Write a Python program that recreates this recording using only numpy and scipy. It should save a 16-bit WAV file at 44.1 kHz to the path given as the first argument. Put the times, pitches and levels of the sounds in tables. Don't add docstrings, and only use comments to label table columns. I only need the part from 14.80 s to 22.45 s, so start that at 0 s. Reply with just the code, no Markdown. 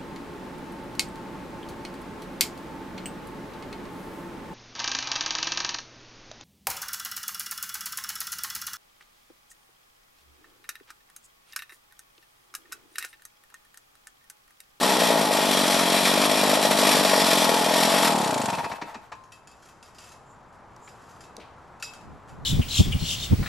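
import sys
import numpy as np
from scipy import signal
from scipy.fft import rfft, irfft, next_fast_len
from scipy.io import wavfile
from scipy.ndimage import map_coordinates

SR = 44100
rng = np.random.default_rng(int(sys.argv[2]) if len(sys.argv) > 2 else 0)


def int16_out(signal):
    q = np.round(np.clip(np.atleast_2d(signal).T, -1, 1) * 32767)
    wavfile.write(sys.argv[1], SR, q.astype(np.int16))


N = 337365
TIME, AGE = np.arange(N) / SR, np.arange(SR) / SR

# time in seconds, speed in turns per second.
IDLE_SPEED = [(0.0, 65.43), (0.12, 64.62), (0.44, 51.35), (0.73, 48.73), (0.88, 45.25), (1.12, 45.25),
              (1.48, 51.18), (2.19, 49.71), (2.69, 41.7), (2.88, 40.89), (3.04, 43.49), (3.15, 47.72)]
# time in seconds, gain in
# dB.
EFFORT = [(0, -0.5), (.35, -1.5), (.5, -3.5), (.72, 1), (1.75, 0.5), (1.8, -4.5), (1.85, 0), (1.95, -0.5),
          (2.0, 2), (2.6, .5), (2.83, -2), (2.92, 0), (3.26, 2), (3.38, 2)]
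BOX_LEVEL = [(.35, -27), (.55, -28), (1.65, -28.5), (2.1, -26.5), (3.1, -26.5), (3.35, -22.5)]
# time in seconds, level in dB over an ordinary firing.
BARKS = [(.22, 9), (.307, 9), (.361, 9), (.513, 8), (1.379, 7), (1.518, 7.5), (1.635, 9), (1.695, 6),
         (1.735, 8), (1.775, 7), (1.853, 9), (1.912, 9), (2.031, 9), (2.092, 8), (2.173, 7.5), (2.254, 9),
         (2.336, 8), (2.379, 9), (2.52, 7), (2.695, 7.5), (2.865, 6), (2.939, 6), (3.142, 7)]
# crank angle and width in turns, cycles per turn, firing and coasting gains in dB.
PORT_WAVES = [(-0.044, 0.13, 5.7, -33, -2), (-0.019, 0.16, 9.1, -12, -0.5),
              (-0.0447, 0.4, 13.57, -8.5, -21), (-0.117, 0.12, 22, -11, -4)]
# start in seconds, level in dB.
SLAPS = [(.1216, -19.5), (0.169, -14.5), (0.5096, -21), (0.606, -18), (.9448, -22.5), (1.446, -15),
         (1.6134, -16.5), (1.8273, -12.5), (2.249, -15), (2.3314, -21), (2.532, -16.5), (2.6923, -12),
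         (2.8604, -17)]
# peak in seconds, level in dB, half length in seconds, pitch and width in Hz.
BUZZES = [(.17, -41, 0.19, 3950, 200), (1.08, -37.5, 0.86, 3280, 260), (2.454, -35, 0.24, 5030, 600),
          (2.936, -36, .06, 5550, 402), (3.002, -32, 0.31, 864, 110)]
# time in seconds, knock and puff in dB, flywheel pitch in Hz, its ring in dB.
ROCKS = [(3.916, -17, -36, 934, -44), (4.016, -17.5, -32, 942, -42), (4.145, -22, -41, 980, -55.5),
         (4.3203, -23, -51, 1046, -46.5)]
# start in seconds, strength in dB, number of contacts.
CLINKS = [(4.52, -42.5, 1), (4.673, -46, 1), (4.714, -51, 1), (4.887, -50.5, 1), (5.027, -45.5, 2),
          (5.147, -50, 1), (5.184, -43, 2), (5.239, -47, 3), (5.317, -51, 1), (6.088, -48, 1),
          (6.406, -43.5, 2), (6.999, -47, 1), (7.025, -27.5, 1), (7.1354, -43, 1), (7.492, -51, 1)]
# frequency in Hz, relative level in dB, 60 dB decay time in seconds.
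COUPLING_MODES = [(2610, -1, 0.3), (3650, -10, .25), (4580, -1, 0.13), (4980, 0, 0.24), (5430, -9, .2),
                  (5679, -3, 0.12), (7003, 0, .16), (7270, -2, 0.14), (9150, -5, .15)]
# start in seconds, level in dB, centre in Hz, 60 dB decay time in seconds.
FRAME_KNOCKS = [(5.963, -48, 5600, 0.014), (6.076, -42.5, 1920, 0.048), (6.567, -27, 4200, 0.0061),
                (6.58, -38.5, 334, 0.13), (6.6, -51, 2650, 0.37)]
# peak time in seconds, level in dB, half length in seconds.
CRANK_SWEEPS = [(3.962, -38, 0.0093), (4.095, -42, 0.03), (4.245, -51.5, 0.026)]
STEEL_RUBS = [(4.85, -63, 0.051), (5.25, -56, 0.062), (6.25, -61, 0.12)]
SQUEAKS = [(5.51, -65, 0.033), (6.06, -58, 0.028)]
GUSTS = [(7.3, -45, 0.048), (7.66, -40, 0.09)]
# centre in Hz, bandwidth in Hz, relative gain in dB.
AIR_BOX_MODES = [(648, 142, -7), (690, 38, 0), (845, 38, 3.5), (895, 55, 1.5), (940, 42, 1.5),
                 (1070, 15.6, 3), (1266, 560, -10)]
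CHAMBER_MODES = [(448, 113, -2), (646.5, 141, 1)]
FIN_MODES = [(1865, 70, 10.5), (2400, 77, 6), (3350, 250, 7.5), (3945, 40, 11), (5840, 70, 11)]
SHROUD_MODES = [(671, 40, 1)]
BLOCK_MODES = [(924, 13, 10), (1660, 44, -3), (1860, 30, -2), (2210, 29, -13), (2440, 25, 0), (2600, 20, 2)]
SQUEAK_MODES = [(7200, 240, 0)]
# frequency in Hz, relative spectral level in dB.
MUFFLER_SPECTRUM = [(45, -43), (80, -23), (125, -23.5), (168, -2), (235, 2), (305, 1), (340, -10),
                    (400, -0.5), (600, -18), (1500, -54)]
CASING_SPECTRUM = [(650, -24), (1100, 3), (1350, -3.5), (2200, -4.5), (3400, -4.5), (4300, -6.5),
                   (5650, -3.5), (6400, -19), (7200, -7), (8200, -13.5), (9300, -8), (10500, -16),
                   (11600, -8.5), (14500, -35)]
INTAKE_SPECTRUM = [(700, -44), (1200, -4), (4000, -5.5), (6100, -10), (7200, -4.5), (9700, -12.5),
                   (12000, -20), (14000, -45)]
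CRANKCASE_SPECTRUM = [(240, -49), (400, -12.5), (690, -1), (900, 4), (1400, -5.5), (2550, -9),
                      (3150, -16.5), (4400, -15), (7000, -22), (14000, -48)]
CONTACT_SPECTRUM = [(600, -47), (1400, 3), (2100, -10), (2600, -4), (3700, -10.5), (5200, -9), (7400, -6.5),
                    (8600, -15), (12000, -13.5), (13800, -45)]
TRAFFIC_SPECTRUM = [(25, -11), (100, -3.5), (320, -10), (600, -8.5), (900, -4.5), (1270, -8.5), (2700, -27),
                    (9750, -47), (13000, -68)]
GUST_SPECTRUM = [(25, -17), (60, -11), (170, -10), (500, -27), (1000, -81)]
# frequency in Hz, left minus right level in dB.
BALANCE = [(140, -3.5), (400, 4), (1200, 2), (2500, 2.5), (5000, 0.5)]
# frequency in Hz, 60 dB decay time in seconds.
YARD_DECAY = [(150, 0.36), (900, 0.49), (4000, 0.53), (12000, 0.39)]
# time in seconds, traffic level in dB, wind level in dB.
AMBIENT_LEVELS = [(4.4, -55, -64), (5, -53.5, -88), (6, -50, -78), (7.6, -49, -64)]


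def engine():
    effort_db, = curves(EFFORT)
    box_db, = curves(BOX_LEVEL)
    turning = np.interp(TIME, [3.94, 4.0], [1, 0])
    rocking = np.interp(TIME, [3.95, 4.0, 4.3], [1, .6, 0])
    pipe = turning * fading(steepness=6.5) * amp(-28 + .48 * effort_db) * exhaust()
    box = rocking * fading(steepness=3.8) * amp(box_db) * air_box()
    metal = rocking ** 2 * fading(steepness=4.45) * amp(-23.5 + effort_db - 10 * coasting()) * rattle()
    return pipe + box + metal + gasps() + pops() + slaps() + buzzes() + fan()


def crank(kick_s=.065):
    friction, drag = 34.14, .386
    kick_speed, rocking_speed = 1.8, 10
    idle, = curves(IDLE_SPEED)
    coarse = TIME[::100]
    since_bark = (coarse[:, None] - np.array(BARKS)[:, 0]) / kick_s
    sag_then_jump = np.sum(np.tanh(10 * since_bark) * np.exp(-since_bark ** 2), axis=1)
    kicks = kick_speed * np.interp(TIME, coarse, sag_then_jump)
    free_s = np.maximum(TIME - IDLE_SPEED[-1][0], 0)
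    run_down = (idle + friction / drag) * np.exp(-drag * free_s) - friction / drag
    speed = np.maximum(run_down + kicks, rocking_speed)
    return speed, np.cumsum(speed) / SR, np.interp(TIME, [3.1, 3.3], [1, .07])


def coasting():
    return np.interp(TIME, [3.28, 3.35], [0, 1])


def fading(steepness, corner_speed=33.3):
    return (1 + (corner_speed / crank()[0]) ** steepness) ** -.5


def turn_times(angle):
    turns = crank()[1]
    return np.interp(np.arange(1, int(turns[-1])) + angle, turns, TIME)


def port_pulses(angle, jitter, scatter_db):
    speed, turns, uneven = crank()
    count = np.arange(1, int(turns[-1]))
    late, strength = noise((len(count), 2)).T * np.interp(count, turns, uneven)
    at = np.searchsorted(turns, count + angle + jitter * late).clip(0, N - 1)
    return np.bincount(at, amp(scatter_db * strength) * np.sqrt(SR / speed[at]), N)


def port_open(angle, width):
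    offset = (crank()[1] - angle + .5) % 1 - .5
    return unit(np.exp(-.5 * (offset / width) ** 2))


def exhaust(stumble_s=.0008):
    puffs = port_pulses(angle=-.19, jitter=.014, scatter_db=1.2)
    rush = amp(-9) * (1 - coasting()) * port_open(angle=.08, width=.2) * noise()
    late_s = stumble_s * crank()[2] * wobble(24)
    pressure = unit(coloured(puffs + rush, MUFFLER_SPECTRUM)) + port_waves()
    return np.interp(TIME - late_s, TIME, pressure)


def port_waves():
    turns, off = crank()[1], coasting()
    waves = np.zeros(N)
    for angle, width, cycles, firing_db, coast_db in PORT_WAVES:
        offset = (turns - angle + .5) % 1 - .5
        gain = amp(firing_db + off * (coast_db - firing_db))
        waves += gain * port_open(angle, width) * np.sin(2 * np.pi * cycles * offset)
    return waves


def pops(angle=-.2667, jitter_s=.00051, scatter_db=2):
    times, firing = turn_times(angle), 1 - coasting()
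    charge_db = scatter_db * noise(len(times))
    for s, db in BARKS:
        charge_db[np.argmin(abs(times - s))] = db
    at = ((times + jitter_s * noise(len(times))) * SR).astype(int).clip(0, N - 1)
    blows = np.bincount(at, amp(charge_db), N) * firing
    chambers = resonate(resonate(blows, CHAMBER_MODES), CHAMBER_MODES)
    return amp(-29.3) * unit(chambers) * np.sqrt(np.mean(firing))


def air_box():
    blowdown = port_pulses(angle=-.2433, jitter=.015, scatter_db=-.5)
    transfer = amp(-4) * port_pulses(angle=-.055, jitter=.017, scatter_db=-3)
    intake = port_pulses(angle=.23, jitter=.0074, scatter_db=1)
    flow = np.sqrt(crank()[2]) * noise()
    cavities = resonate(blowdown + transfer + intake + flow, AIR_BOX_MODES)
    return unit(coloured(cavities, [(150, -52.5), (420, -4), (1300, -14), (3000, -26.5)]))


def rattle(parts_count=12, taps_per_s=75, spread_db=5):
    shake = 1 + port_open(angle=-.03, width=.22)
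    clatter = np.zeros(N)
    for _ in range(parts_count):
        at = np.flatnonzero(rng.random(N) < taps_per_s / SR)
        taps = np.bincount(at, amp(spread_db * noise(len(at)).clip(-2, 1)), N) * shake
        part_ring = (noise(SR) * burst(t60=.076, attack=.00014))[:SR // 20]
        clatter += signal.oaconvolve(taps, part_ring)[:N]
    return casing(unit(clatter) + amp(-11) * noise()) * amp(.9 * wobble(25))


def casing(x, sway_db=3.5, sways_per_s=4):
    fins = sum(amp(sway_db * wobble(sways_per_s)) * resonate(x, [fin]) for fin in FIN_MODES)
    return unit(unit(coloured(x, CASING_SPECTRUM)) + amp(-10) * unit(fins))


def slaps():
    envelope = np.zeros(N)
    for s, db in SLAPS:
        add(envelope, s, amp(db) * burst(t60=.014, attack=.00042))
    return envelope * casing(noise())


def buzzes():
    covers = np.zeros(N)
    for s, db, half_s, hz, width in BUZZES:
        shaking = port_open(angle=.05, width=.22) * noise()
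        cover = resonate(resonate(shaking, [(hz, width, 0)]), [(hz, 4 * width, 0)])
        covers += swells([(s, db, half_s)]) * unit(cover)
    return covers * (1 - coasting())


def fan(blades=15):
    whine = np.sin(2 * np.pi * blades * crank()[1]) * amp(2.4 * wobble(11)) * fading(steepness=5.2)
    return amp(-31) * np.sqrt(2) * resonate(whine, SHROUD_MODES) * np.interp(TIME, [3.7, 3.9], [1, 0])


def gasps():
    envelope = np.zeros(N)
    for s in turn_times(angle=.27):
        add(envelope, s, burst(t60=.043, attack=.0015))
    drawing = coasting() * np.interp(TIME, [3.66, 3.82], [1, 0])
    return amp(-22.5) * drawing * envelope * unit(coloured(noise(), INTAKE_SPECTRUM))


def last_rocks(knock_speed=23, flywheel_hz=932, moving_t60=.46, resting_t60=.95):
    knock, puff, flywheel = np.zeros((3, N))
    times = turn_times(angle=-.083)
    slow = (np.interp(times, TIME, crank()[0]) < knock_speed) & (times < ROCKS[0][0] - .05)
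    slow_turns = [(s, -15.5, -33.5, flywheel_hz, -33.5) for s in times[slow]]
    for s, knock_db, puff_db, hz, ring_db in slow_turns + ROCKS:
        add(knock, s - .003, amp(knock_db) * burst(t60=.066, attack=.011))
        add(puff, s + .0067, amp(puff_db) * burst(t60=.11, attack=.0019))
        t60 = moving_t60 if s < ROCKS[-1][0] else resting_t60
        add(flywheel, s, amp(ring_db) * burst(t60, attack=.0027) * np.sin(2 * np.pi * hz * AGE))
    chuff = amp(-1.5) * knock * unit(coloured(noise(), CRANKCASE_SPECTRUM))
    grit = noise()
    clank = amp(-8.5) * resonate(knock * grit, BLOCK_MODES) / np.std(resonate(grit, BLOCK_MODES))
    sweeps = swells(CRANK_SWEEPS) * unit(resonate(noise(), AIR_BOX_MODES))
    return chuff + clank + sweeps + puff * unit(coloured(noise(), MUFFLER_SPECTRUM)) + flywheel


def handling(start_s=2.3, ticks_per_s=6.4, rebound_s=.033, rebound_loss_db=5.5):
    coupling, impacts = np.zeros((2, N))
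    chatter = [(s + k * rebound_s, db - k * rebound_loss_db)
               for s, db, contacts in CLINKS for k in range(round(contacts))]
    ticks = [(s, -55.5) for s in start_s + np.cumsum(rng.exponential(1 / ticks_per_s, 40))]
    for s, db in chatter:
        add(coupling, s, amp(1.17 * db - 9) * ring(COUPLING_MODES))
    for s, db in chatter + ticks:
        add(impacts, s, amp(db) * burst(t60=.063, attack=.00018))
    rubbing = swells(STEEL_RUBS) + amp(-69) * (TIME > start_s)
    contact = (impacts + rubbing) * amp(3 * wobble(160)) * noise()
    blade = ring([(hz, 0, .28) for hz in rng.uniform(1900, 12000, 360)])
    blade_ring = signal.fftconvolve(contact, blade / np.linalg.norm(blade))[:N]
    auger = amp(1.5) * coloured(amp(3) * contact + blade_ring, CONTACT_SPECTRUM)
    squeaks = swells(SQUEAKS) * unit(resonate(noise(), SQUEAK_MODES))
    return coupling + auger + squeaks


def ring(modes, split=.0025):
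    t = AGE[:SR // 2]
    pair = lambda hz: sum(np.sin(2 * np.pi * (hz * (1 + d) * t + rng.random())) for d in (-split, split))
    return sum(amp(db + 2.7 * noise(1) - 60 * t / t60) * pair(hz) for hz, db, t60 in modes)


def frame_knocks():
    knocks = np.zeros(N)
    for s, db, hz, t60 in FRAME_KNOCKS:
        tube = [(hz, .84 * hz, 0)]
        band = unit(resonate(resonate(noise(SR), tube), tube))
        add(knocks, s, amp(db) * burst(t60, attack=.0001) * band)
    return knocks


def yard(x):
    hz, t, spectra = signal.stft(noise((2, SR // 2)), SR, nperseg=256)
    tail = signal.istft(spectra * amp(-60 * t / along(YARD_DECAY, hz)[:, None]), SR, nperseg=256)[1]
    wet = signal.fftconvolve(x[None], tail / np.linalg.norm(tail[0]), axes=1)[:, :N]
    return coloured(wet, [(180, -5.5), (450, -4), (10000, -5), (13000, -19.5)])


def outdoors():
    traffic_db, wind_db = curves(AMBIENT_LEVELS)
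    air = amp(wind_db) * stereo_noise([(25, -5), (105, 0), (250, -10), (600, -40)], side_db=-4)
    traffic = amp(traffic_db) * amp([[.6], [-.6]]) * stereo_noise(TRAFFIC_SPECTRUM, side_db=-10.5)
    return traffic + air + swells(GUSTS) * stereo_noise(GUST_SPECTRUM, side_db=.5)


def stereo_noise(spectrum, side_db):
    mid, side = noise(), amp(side_db) * noise()
    return unit(coloured(np.array([mid + side, mid - side]), spectrum))


def amp(db):
    return 10 ** (np.asarray(db) / 20)


def unit(x):
    return x / np.sqrt(np.mean(x ** 2) + 1e-20)


def along(points, hz):
    f, v = np.transpose(points)
    return np.interp(np.log(hz + 1), np.log(f + 1), v)


def curves(rows):
    s, *cols = np.transpose(rows)
    return [np.interp(TIME, s, c) for c in cols]


def noise(size=N):
    return rng.standard_normal(size)


def wobble(rate):
    return map_coordinates(noise(int(N * rate / SR) + 4), [TIME * rate])


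def burst(t60, attack):
    return amp(-60 * AGE / t60) * (1 - np.exp(-AGE / attack))


def swells(rows):
    return sum(amp(db) * np.exp(-.5 * ((TIME - s) / half_s) ** 2) for s, db, half_s in rows)


def add(track, s, sound):
    part = track[max(0, round(s * SR)):][:len(sound)]
    part += sound[:len(part)]


def filtered(x, response):
    n = x.shape[-1]
    padded = 2 * next_fast_len(n // 2 + 4096)
    return irfft(rfft(x, padded) * response(np.fft.rfftfreq(padded, 1 / SR)), padded)[..., :n]


def coloured(x, spectrum):
    def response(hz):
        cepstrum = irfft(np.log(amp(along(spectrum, hz))))
        half = len(cepstrum) // 2
        return np.exp(rfft(np.r_[cepstrum[0], 2 * cepstrum[1:half], np.zeros(half)]))
    return filtered(x, response)


def resonate(x, peaks):
    def response(f):
        return sum((-1) ** k * amp(db) * 1j * f * width / (hz * hz - f * f + 1j * f * width)
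                   for k, (hz, width, db) in enumerate(peaks))
    return filtered(x, response)


def scene():
    machine = engine() + last_rocks() + handling() + frame_knocks()
    heard = machine + amp(-5) * yard(machine)
    return filtered(heard, lambda hz: amp(np.outer([.5, -.5], along(BALANCE, hz)))) + outdoors()


def record(dry):
    return filtered(dry, lambda hz: hz < 14400)


dry = scene()
out = record(dry)
int16_out(out)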